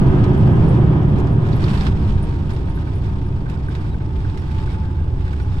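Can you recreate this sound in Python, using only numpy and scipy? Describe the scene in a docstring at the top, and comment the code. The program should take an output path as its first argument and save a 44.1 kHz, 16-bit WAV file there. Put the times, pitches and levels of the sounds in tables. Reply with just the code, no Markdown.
"""Window seat of an airliner rolling out along the runway: wheel rumble shakes the floor, hull and cabin boom.
Shaped noise makes rumble, boom and a roar of engines and air, sinking with one drop near 1.7 s.
Wavering sines make the engine drones, which fade too, and a thin whine sinking in pitch with the speed.
Noise through modes makes loose trim chatter, clack and squeak, hardest in one short fit of shaking;
decaying sines make knocks and clinks, rough sines make brief rubs."""
import sys
import numpy as np
from scipy import signal
from scipy.fft import rfft, irfft, next_fast_len
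from scipy.io import wavfile
from scipy.ndimage import uniform_filter1d, map_coordinates

SR = 44100
rng = np.random.default_rng(int(sys.argv[2]) if len(sys.argv) > 2 else 0)


def wav_record(signal):
    """Record a signal, one row per channel, as 16-bit PCM in the file named by sys.argv[1]."""
    frames = np.transpose(np.atleast_2d(signal))
    bounded = np.clip(frames, -1, 1)
    # unit amplitude maps onto the largest positive 16-bit level
    quanta = np.round(bounded * 32767).astype(np.int16)
    wavfile.write(sys.argv[1], SR, quanta)


N = 246959

# coherence of left and right: freq_hz, coherence (0 to 1)
COHERENCE = [(50, .99), (150, .97), (230, .78), (310, .94), (390, .9), (620, .15), (950, .68), (1400, .5),
             (1620, .72), (2100, .25), (8500, .4), (11000, .92)]
# phase lead of left over right: freq_hz, lead_rad
LEFT_LEAD = [(50, .08), (220, -.1), (420, .35), (540, 1.3), (720, -.5), (920, 0), (1250, 1.5), (1450, 2.7),
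             (1900, 3), (2600, 1.5), (10000, 0)]
# left minus right for airframe sounds: freq_hz, balance_db
AIRFRAME_BALANCE = [(60, -0.5), (140, -2), (250, 0), (450, -5), (620, 1.5), (800, 5), (1100, -5.5),
                    (1800, -0.5), (3000, 1.5), (4500, -11), (10000, 17)]
# left minus right for trim sounds: freq_hz, balance_db
TRIM_BALANCE = [(800, -9), (2000, 0), (3000, -4), (4300, -14), (5500, -10), (7000, -8.5), (8800, -9),
                (11500, 0.5)]
# relative spectrum of the chatter: freq_hz, density_db (per Hz)
CHATTER_SPECTRUM = [(100, -47), (560, -12), (780, 13.5), (1000, 12.5), (1550, 5.5), (2000, 2.5), (3400, 1),
                    (4400, -8), (5300, -6.5), (6100, -14.5), (7600, -15), (8300, -16.5), (9600, -20),
                    (12000, -25), (15000, -41.5)]

HALF = np.array([[.5], [-.5]])  # splits a left-right difference evenly
START_EFFORT_DB = -12
BUMP_EDGE_S = 0.077
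REBOUND_S, REBOUND_LOSS_DB = 0.0032, 4  # every clack and knock strikes twice


def amp(db):
    """Decibels to gain."""
    return 10 ** (np.asarray(db) / 20)


def unit(x):
    """Scale to rms 1."""
    return x / np.sqrt(np.mean(x ** 2) + 1e-20)


def along(points, hz):
    """Interpolate (Hz, value) points on a log frequency axis."""
    f, v = np.transpose(points)
    return np.interp(np.log(hz + 1), np.log(f + 1), v)


def wobble(rate_hz):
    """Smooth random curve with rate_hz knots a second."""
    knots = rng.standard_normal(4096)
    return map_coordinates(knots, [np.arange(N) * rate_hz / SR], mode="wrap")


def white():
    """Two unrelated noises."""
    return rng.standard_normal((2, N))


def filtered(x, response):
    """Apply a response given as a function of frequency."""
    m = next_fast_len(N + SR // 2)
    return irfft(rfft(x, m) * response(np.fft.rfftfreq(m, 1 / SR)), m)[..., :N]


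def resonance(hz, centre_hz, width_hz):
    """Causal response of one mode."""
    return 1j * hz * width_hz / (centre_hz ** 2 - hz ** 2 + 1j * hz * width_hz)


def add(track, start_s, sound):
    """Mix a sound into a track."""
    part = track[..., max(0, round(start_s * SR)):][..., :sound.shape[-1]]
    part += sound[..., :part.shape[-1]]


def held(start_s, length_s, attack_s, release_s):
    """Exponential attack, hold at 1, exponential release."""
    t = np.arange(N) / SR
    before = np.minimum(t - start_s, 0)
    after = np.maximum(t - start_s - length_s, 0)
    return np.exp(before / attack_s - after / release_s)


def stereo(pair, balance):
    """Unrelated signals become left and right with set coherence, phase lead and level balance."""
    def turn(hz):
        return np.arccos(np.clip(along(COHERENCE, hz), -1, 1)) / 2

    def offset(hz):
        return amp(HALF * along(balance, hz)) * np.exp(1j * HALF * along(LEFT_LEAD, hz))

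    mid, side = filtered(pair, lambda hz: np.array([np.cos(turn(hz)), np.sin(turn(hz))]))
    return filtered(np.array([mid + side, mid - side]), offset)


def coloured(pair, spectrum, balance):
    """Shape to a spectrum, offsetting partial cancellation in the mono sum; the sum has rms 1."""
    def summed(hz):
        return np.sqrt(1 + np.clip(along(COHERENCE, hz) * np.cos(along(LEFT_LEAD, hz)), -.8, 1))

    x = stereo(filtered(pair, lambda hz: amp(along(spectrum, hz)) / summed(hz)), balance)
    return x / np.std(x.mean(axis=0))


def even(x, span_s):
    """Level out swells slower than span_s."""
    power = uniform_filter1d(x.mean(axis=0) ** 2, max(8, int(span_s * SR)))
    smooth = uniform_filter1d(np.abs(power), max(8, int(span_s * SR / 2)))
    return x / np.sqrt(smooth + 1e-6)


def effort():
    """Level of engines and rushing air in dB: a steady sag plus one smooth drop."""
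    sag_db_per_s = 0.91
    drop_at_s, drop_width_s, drop_db = 1.7, 0.36, 11
    t = np.arange(N) / SR
    return START_EFFORT_DB - sag_db_per_s * t - drop_db / (1 + np.exp((drop_at_s - t) / drop_width_s))


def shaking():
    """Shaking strength of the fittings: a slowly falling tremble plus fits, summed in power."""
    # fits of shaking: start_s, length_s, level_db
    fits = [(0.018, 0.75, -49), (1.158, 0.05, -50), (1.472, 0.089, -47), (1.629, 0.11, -38),
            (1.752, 0.12, -37.5), (1.981, 0.16, -46), (2.228, 0.14, -48), (2.488, 0.085, -46.5),
            (2.698, 0.3, -52.5), (3.038, 0.089, -52.5), (3.509, 0.05, -51), (3.71, 0.16, -50),
            (4.178, 0.49, -51.5), (4.516, 0.24, -47.5), (5.256, 0.15, -50.5), (5.535, 0.094, -46.5)]
    tremble_db, fall_db_per_s = -50, 0.3
    attack_s, release_s = 0.055, 0.048
    tremble = amp(tremble_db - fall_db_per_s * np.arange(N) / SR)
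    fit_power = sum((amp(db) * held(s, length, attack_s, release_s)) ** 2 for s, length, db in fits)
    return np.sqrt(tremble ** 2 + fit_power)


def tone(hz):
    """Two sines of rms 1 on one frequency curve, at random phases."""
    return np.sqrt(2) * np.sin(2 * np.pi * np.cumsum(hz) / SR + rng.uniform(0, 2 * np.pi, (2, 1)))


def engine_hum():
    """Engine drones: sines wavering in level and pitch that fade with the effort."""
    # drones: freq_hz, start_level_db, follow (dB per dB of effort)
    drones = [(120, -19.5, 0.9), (360, -35, 0.8), (1256, -44, 1.2), (2563, -61, 0.8)]
    waver_db, waver_hz = 2, 15
    eased_db = effort() - START_EFFORT_DB
    hum = 0
    for hz, level_db, follow in drones:
        gain = amp(level_db + follow * eased_db + waver_db * wobble(14))
        hum = hum + gain * tone(hz + waver_hz * wobble(55))
    return stereo(hum, AIRFRAME_BALANCE)


def whine():
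    """Whine sinking in pitch as the aircraft slows: a fluttering jittered sine plus a blurred one."""
    # moments when it sings out: start_s, length_s, extra_db
    swells = [(2.24, 0.23, 1.5), (2.82, 0.076, 1.5), (3.5, 0.17, 0.5), (4.314, 0.039, 7), (4.553, 0.2, 5),
              (4.774, 0.07, 8.5), (4.87, 0.058, 5), (5.3, 0.3, 1.5)]
    start_hz, sag_hz_per_s, level_db = 961.4, 18.6, -50
    jitter, blur, blur_db = 0.007, 0.035, -7  # relative pitch depths; level of the blur
    flutter_depth = 0.45
    hz = start_hz - sag_hz_per_s * np.arange(N) / SR
    swell_db = np.max([db * held(s, length, 0.012, 0.029) for s, length, db in swells], axis=0)

    def wavering(depth):
        return np.array([tone(hz * (1 + depth * wobble(110)))[0] for _ in range(2)])

    flutter = unit(np.abs(1 + flutter_depth * np.tanh(wobble(34))))
    blurred = flutter * wavering(jitter) + amp(blur_db) * wavering(blur)
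    return stereo(amp(level_db + swell_db) * blurred, [(900, 2.0)])


def engine_roar():
    """Engines and air roar through the wall: broadband noise following the effort."""
    # relative spectrum: freq_hz, density_db (per Hz)
    roar_spectrum = [(100, -40), (250, -9.5), (480, -8), (650, -3.5), (950, 0.5), (1150, -5), (1400, -11),
                     (1580, -10.5), (2000, -18), (2600, -20), (3300, -20), (4100, -38.5), (6000, -42.5),
                     (15000, -67.5)]
    level_db = -22  # relative to effort
    noise = coloured(white(), roar_spectrum, AIRFRAME_BALANCE)
    return amp(level_db + effort() + 1.0 * wobble(15)) * noise


def cabin_drone():
    """Hollow drone: noise peaking at the cabin resonances."""
    # relative spectrum: freq_hz, density_db (per Hz)
    cabin_spectrum = [(110, -30), (170, -1.5), (200, 2.5), (242, -5), (290, 1), (330, -6), (370, -2.5),
                      (405, -7.5), (470, -14.5), (640, -19), (900, -23), (2000, -120)]
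    level_db, follow = -7.5, 0.98  # at 0 dB effort; dB per dB of effort
    noise = even(coloured(white(), cabin_spectrum, AIRFRAME_BALANCE), span_s=0.12)
    return amp(level_db + follow * effort()) * noise


def hull_boom():
    """The hull booms: low noise following the effort."""
    # relative spectrum: freq_hz, density_db (per Hz)
    boom_spectrum = [(70, -30), (100, -2), (124, 3.5), (150, 1), (175, -6.5), (200, -9), (260, -33),
                     (500, -120)]
    level_db = -1  # relative to effort
    noise = even(coloured(white(), boom_spectrum, AIRFRAME_BALANCE), span_s=0.055)
    return amp(level_db + effort() + 0.72 * wobble(13)) * noise


def floor_ring():
    """The roughest stretch sets a floor panel ringing: noise in one narrow mode."""
    start_s, length_s, level_db = 1.72, 0.38, -30
    mode_hz, width_hz = 207, 30
    drone = unit(filtered(rng.standard_normal(N), lambda f: resonance(f, mode_hz, width_hz) ** 2))
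    return amp(level_db) * held(start_s, length_s, BUMP_EDGE_S, BUMP_EDGE_S) * drone


def wheel_rumble():
    """Wheels shake the floor: deep noise wandering unevenly in level, varied by the runway surface."""
    # relative spectrum: freq_hz, density_db (per Hz)
    rumble_spectrum = [(12, 16), (30, 5.5), (42, 10.5), (56, 16.5), (78, 19), (100, 16), (125, -1),
                       (160, -30), (250, -59), (600, -120)]
    # rough and smooth stretches of runway: start_s, length_s, extra_db
    stretches = [(0.039, 0.06, 2), (0.47, 0.12, 0), (1.21, 0.27, -0.5), (1.91, 0.25, 4.5), (2.986, 0.11, 2),
                 (3.558, 0.45, -1), (4.216, 0.046, 3), (4.37, 0.055, -2), (4.544, 0.04, 1.5),
                 (5.03, 0.22, 2.5), (5.51, 0.12, 3)]
    level_db, follow = -14, 0.27  # at 0 dB effort; dB per dB of effort
    waver_db, waver_hz = 1, 16
    surface_db = sum(db * held(s, length, BUMP_EDGE_S, BUMP_EDGE_S) for s, length, db in stretches)
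    extra_db = surface_db + waver_db * wobble(waver_hz)
    noise = even(coloured(white(), rumble_spectrum, AIRFRAME_BALANCE), span_s=0.085)
    return amp(level_db + follow * effort() + extra_db) * noise


def rubs(gain_db):
    """Fittings rub and sing briefly: sines roughened in pitch and level."""
    # rubs: start_s, length_s, pitch_hz, level_db (before gain)
    rub_events = [(3.91, 0.025, 3850, -57.5), (4.385, 0.015, 5450, -58), (4.69, 0.025, 2250, -53),
                  (4.825, 0.08, 1582, -55), (4.99, 0.07, 1590, -59), (5.42, 0.015, 5500, -59)]
    track = 0
    for start_s, length_s, hz, db in rub_events:
        rough_hz = hz * (1 + 0.03 * wobble(500))
        scrape = np.sin(2 * np.pi * np.cumsum(rough_hz) / SR) * amp(3.0 * wobble(130))
        track = track + amp(db + gain_db) * held(start_s, length_s, 0.004, 0.0073) * scrape
    return track


def squeaks(rise_s, decay_s, grit_db, gain_db):
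    """Plastic trim sticks and slips: a short gritty scrape sings in two narrow modes."""
    # squeaks: start_s, low_mode_db, high_mode_db (before gain), low_mode_hz, high_mode_hz
    squeak_events = [(0.3778, -60.5, -60.5, 8700, 11400), (0.524, -66, -65.5, 8740, 11030),
                     (0.6872, -53, -58.5, 8900, 10700), (1.085, -69, -67.5, 9840, 11400),
                     (1.324, -63, -60, 8900, 10900), (1.559, -80, -58, 9000, 11250),
                     (2.228, -50.5, -58.5, 9000, 10500), (2.5318, -58.5, -62, 8800, 10500),
                     (2.6958, -60.5, -66, 8900, 10300), (2.752, -75, -56, 9000, 11000),
                     (2.9517, -59, -66, 9800, 10800), (3.2615, -64, -66, 9800, 10800),
                     (3.492, -76, -67, 9000, 10950), (3.686, -62, -61.5, 9000, 10700),
                     (4.3949, -67, -65, 9300, 10900), (5.4236, -63, -64.5, 9550, 10900)]
    low_width_hz, high_width_hz = 390, 300
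    t = np.arange(SR // 8) / SR
    f = np.fft.rfftfreq(len(t), 1 / SR)
    scrapes = np.zeros((2, N))
    slip = (1 - np.exp(-t / rise_s)) * np.exp(-t / decay_s)
    for start_s, low_db, high_db, low_hz, high_hz in squeak_events:
        grit = amp(grit_db * rng.standard_normal(len(t)))
        friction = rfft(slip * rng.standard_normal((2, len(t))) * grit)
        for db, hz, width_hz in ((low_db, low_hz, low_width_hz), (high_db, high_hz, high_width_hz)):
            mode = irfft(friction * resonance(f, hz, 2 * width_hz) ** 2, len(t))
            add(scrapes, start_s - rise_s, amp(db) * unit(mode) * np.std(slip))
    return amp(gain_db) * stereo(scrapes, TRIM_BALANCE)


def knocks(gain_db, left_db, lead_rad, count):
    """As the aircraft brakes, a loose seat fitting knocks and rebounds: decaying sines."""
    # knocks: start_s, level_db (before gain)
    knock_events = [(2.508, -37.5), (2.5442, -36), (2.6838, -32), (2.872, -35), (3.464, -34.5),
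                    (3.491, -40), (3.563, -37), (3.685, -32.5), (3.9421, -34), (4.008, -37.5),
                    (4.2467, -31), (4.303, -39), (4.435, -38.5), (4.4934, -35.5), (4.6736, -34.5),
                    (4.745, -34.5), (5.2673, -34.5), (5.331, -31.5), (5.4002, -31.5)]
    # modes of the fitting: freq_hz, level_db, t60_s
    fitting_modes = [(1270, -8.5, 0.025), (1523, 0, 0.03), (1820, -10.5, 0.022), (2220, -14, 0.04)]
    soft_from_s, soft_to_s, soft_db = 1.6, 5.5, -40.5  # fainter random knocks, +-1 dB
    t = np.arange(SR // 12) / SR
    onset = 1 - np.exp(-t / 0.00041)
    track = np.zeros((2, N))
    soft = [(soft_from_s + (soft_to_s - soft_from_s) * u, soft_db + 2 * v - 1.0)
            for u, v in rng.random((count, 2))]
    for start_s, db in list(knock_events) + soft:
        rebound_s = REBOUND_S * rng.uniform(0.7, 1.3)
        for delay_s, loss_db in ((0, 0), (rebound_s, REBOUND_LOSS_DB)):
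            ring = 0
            for hz, level_db, t60_s in fitting_modes:
                envelope = amp(level_db + rng.normal(0, 2.2) - 60 * t / t60_s)
                detuned_hz = hz * rng.normal(1, 0.031)
                ring = ring + envelope * np.sin(2 * np.pi * detuned_hz * t + HALF * lead_rad)
            add(track, start_s + delay_s, amp(db - loss_db) * ring * onset)
    return amp(gain_db + HALF * left_db) * track


def clinks(gain_db, spread_db, t60_s, low_hz, high_hz, count):
    """Small parts tap, each at its own pitch, as hard as they are shaken: decaying sines."""
    t = np.arange(SR // 16) / SR
    taps = np.zeros((2, N))
    for when, pitch, size, place in rng.random((count, 4)):
        hz = low_hz * (high_hz / low_hz) ** pitch
        ring = np.sin(2 * np.pi * hz * t) * amp(gain_db - spread_db * size - 60 * t / t60_s)
        pan = [np.cos(np.pi * place), np.sin(np.pi * place)]
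        add(taps, when * N / SR, np.outer(pan, ring))
    toned = filtered(taps, lambda hz: amp(along(CHATTER_SPECTRUM, hz) / 2))
    return shaking() * stereo(toned, TRIM_BALANCE)


def clacks(t60_s, high_db, crack_db, strike_db, buzz_db):
    """Loose panels and latches strike, rebound and buzz: ringing modes plus a bright crack."""
    # clacks, levels relative: start_s, level_db, high_mode_share_db, crack_level_db
    clack_events = [(0.2402, -26, -18, -29), (1.186, -37, -24, -14.5), (1.198, -35.5, -25, -18.5),
                    (1.271, -35, -14, -25), (1.452, -32, -17.5, -32.5), (1.465, -34.5, -28, -19),
                    (1.528, -39.5, 1, -32.5), (1.6052, -33, -12, -24), (1.6396, -35.5, 3, -36.5),
                    (1.682, -23, -19, -33.5), (1.702, -34.5, -2.5, -28), (1.7395, -36.5, -6.5, -21),
                    (1.7746, -33, -4.5, -25.5), (1.809, -25.5, -6, -35), (1.8673, -20, -19, -40),
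                    (1.922, -45, -16, -25), (1.973, -32, -28, -40), (2.342, -40.5, -12, -25),
                    (2.506, -38, -6, -17.5), (2.5632, -34.5, -10, -32), (2.9323, -39, -12.5, -27),
                    (3.215, -35.5, -20, -31), (3.4981, -31.5, -22, -23), (3.751, -29.5, -14, -26.5),
                    (3.812, -40.5, -12, -24.5), (4.298, -35.5, -16, -29.5), (4.374, -29.5, -17.5, -26),
                    (4.5466, -31.5, -26, -34), (4.6908, -37.5, -21, -24), (4.854, -44.5, -7, -38.5),
                    (5.207, -36.5, -28, -30.5), (5.279, -32, -17, -34.5), (5.3282, -37.5, -21, -17),
                    (5.3998, -34.5, -29, -27.5), (5.528, -40, -17, -26.5)]
    # panel modes, the first three low: freq_hz, width_hz, level_db
    panel_modes = [(945, 270, -8), (1570, 430, 3), (2580, 1200, -4), (3670, 360, -7), (4480, 200, -4),
                   (4980, 510, -10.5), (8460, 1200, -49.5)]
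    crack_top_hz = 9500  # upholstery dulls the crack above this
    t = np.arange(SR // 8) / SR
    low, high, cracks = np.zeros((3, 2, N))
    for start_s, db, share_db, bright_db in clack_events:
        envelope = amp(db + buzz_db - 60 * t / t60_s) * (1 - np.exp(-t / 0.00026))
        burst = rng.standard_normal((2, len(t))) * envelope
        add(cracks, start_s, burst * amp(bright_db + crack_db - buzz_db))
        # single-sample strike and rebound excite the modes
        add(burst[0], 0.0006, amp([db + strike_db]))
        add(burst[0], REBOUND_S * rng.uniform(0.3, 1.1), amp([db + strike_db - REBOUND_LOSS_DB]))
        add(low, start_s, burst)
        add(high, start_s, burst * amp(share_db + high_db))

    def modes(rows):
        return lambda f: sum((-1) ** k * amp(db) * resonance(f, hz, width_hz)
                             for k, (hz, width_hz, db) in enumerate(rows))

    ring = filtered(low, modes(panel_modes[:3])) + filtered(high, modes(panel_modes[3:]))
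    cushioned = filtered(ring, lambda f: 1 / (1 + (f / 7500) ** 6))
    snap = filtered(cracks, lambda f: resonance(f, 6000, 6000) / (1 + 1j * f / crack_top_hz))
    return amp(5.5) * stereo(cushioned + snap, TRIM_BALANCE)


def chatter(contacts_per_s, spread_db, waver_db, life_s):
    """Loose trim makes tiny dying crackles, with a bright sizzle that rises and falls with the shaking."""
    # small metal parts ringing: freq_hz, width_hz, level_db
    jingle_modes = [(2500, 260, -9), (3700, 130, -8.5), (4420, 100, -3.5), (4960, 170, -7.5),
                    (5600, 59, -15), (8290, 220, 2)]
    # relative spectrum of the sizzle: freq_hz, density_db (per Hz)
    fizz_spectrum = [(3000, -30.5), (6000, -1.5), (9000, -9.5), (15000, -10)]
    fizz_db, fizz_follow = -59, 0.97  # at the strongest shaking; dB per dB of shaking
    shake = shaking()
    strength = amp(spread_db * np.clip(rng.standard_normal(N), -2, 2))
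    # contact strength wanders unevenly
    contacts = (rng.random(N) < contacts_per_s / SR) * strength * amp(waver_db * wobble(55))
    energy = signal.lfilter([1], [1, -np.exp(-1 / (life_s * SR))], contacts ** 2)

    def jingle(f):
        return 1 + sum(amp(db) * resonance(f, hz, width_hz) for hz, width_hz, db in jingle_modes)

    crackle = filtered(np.sqrt(energy) * white(), jingle)
    rattle = shake * even(coloured(crackle, CHATTER_SPECTRUM, TRIM_BALANCE), span_s=0.24)
    fizz_gain = amp(fizz_db) * (shake / shake.max()) ** fizz_follow
    return rattle + fizz_gain * coloured(white(), fizz_spectrum, TRIM_BALANCE)


def scene():
    """Everything that reaches the window seat."""
    engines = engine_hum() + whine() + engine_roar()
    airframe = cabin_drone() + hull_boom() + floor_ring() + wheel_rumble()
    seat = rubs(gain_db=2.5) + knocks(gain_db=1.5, left_db=-5.5, lead_rad=2.2, count=36)
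    trim = squeaks(rise_s=0.0029, decay_s=0.013, grit_db=5, gain_db=5)
    trim += clinks(gain_db=7, spread_db=12, t60_s=0.011, low_hz=1690, high_hz=6200, count=700)
    trim += clacks(t60_s=0.069, high_db=11.0, crack_db=1.0, strike_db=18, buzz_db=-3.5)
    trim += chatter(contacts_per_s=730, spread_db=1.5, waver_db=0.85, life_s=0.0036)
    return engines + airframe + seat + trim


def record(dry):
    """Round off the highest peaks, then cut everything above the band limit."""
    ceiling, top_hz = .95, 15600
    rounded = dry / (1 + np.abs(dry / ceiling) ** 8) ** (1 / 8)
    return filtered(rounded, lambda hz: hz < top_hz)


dry = scene()
out = record(dry)
wav_record(out)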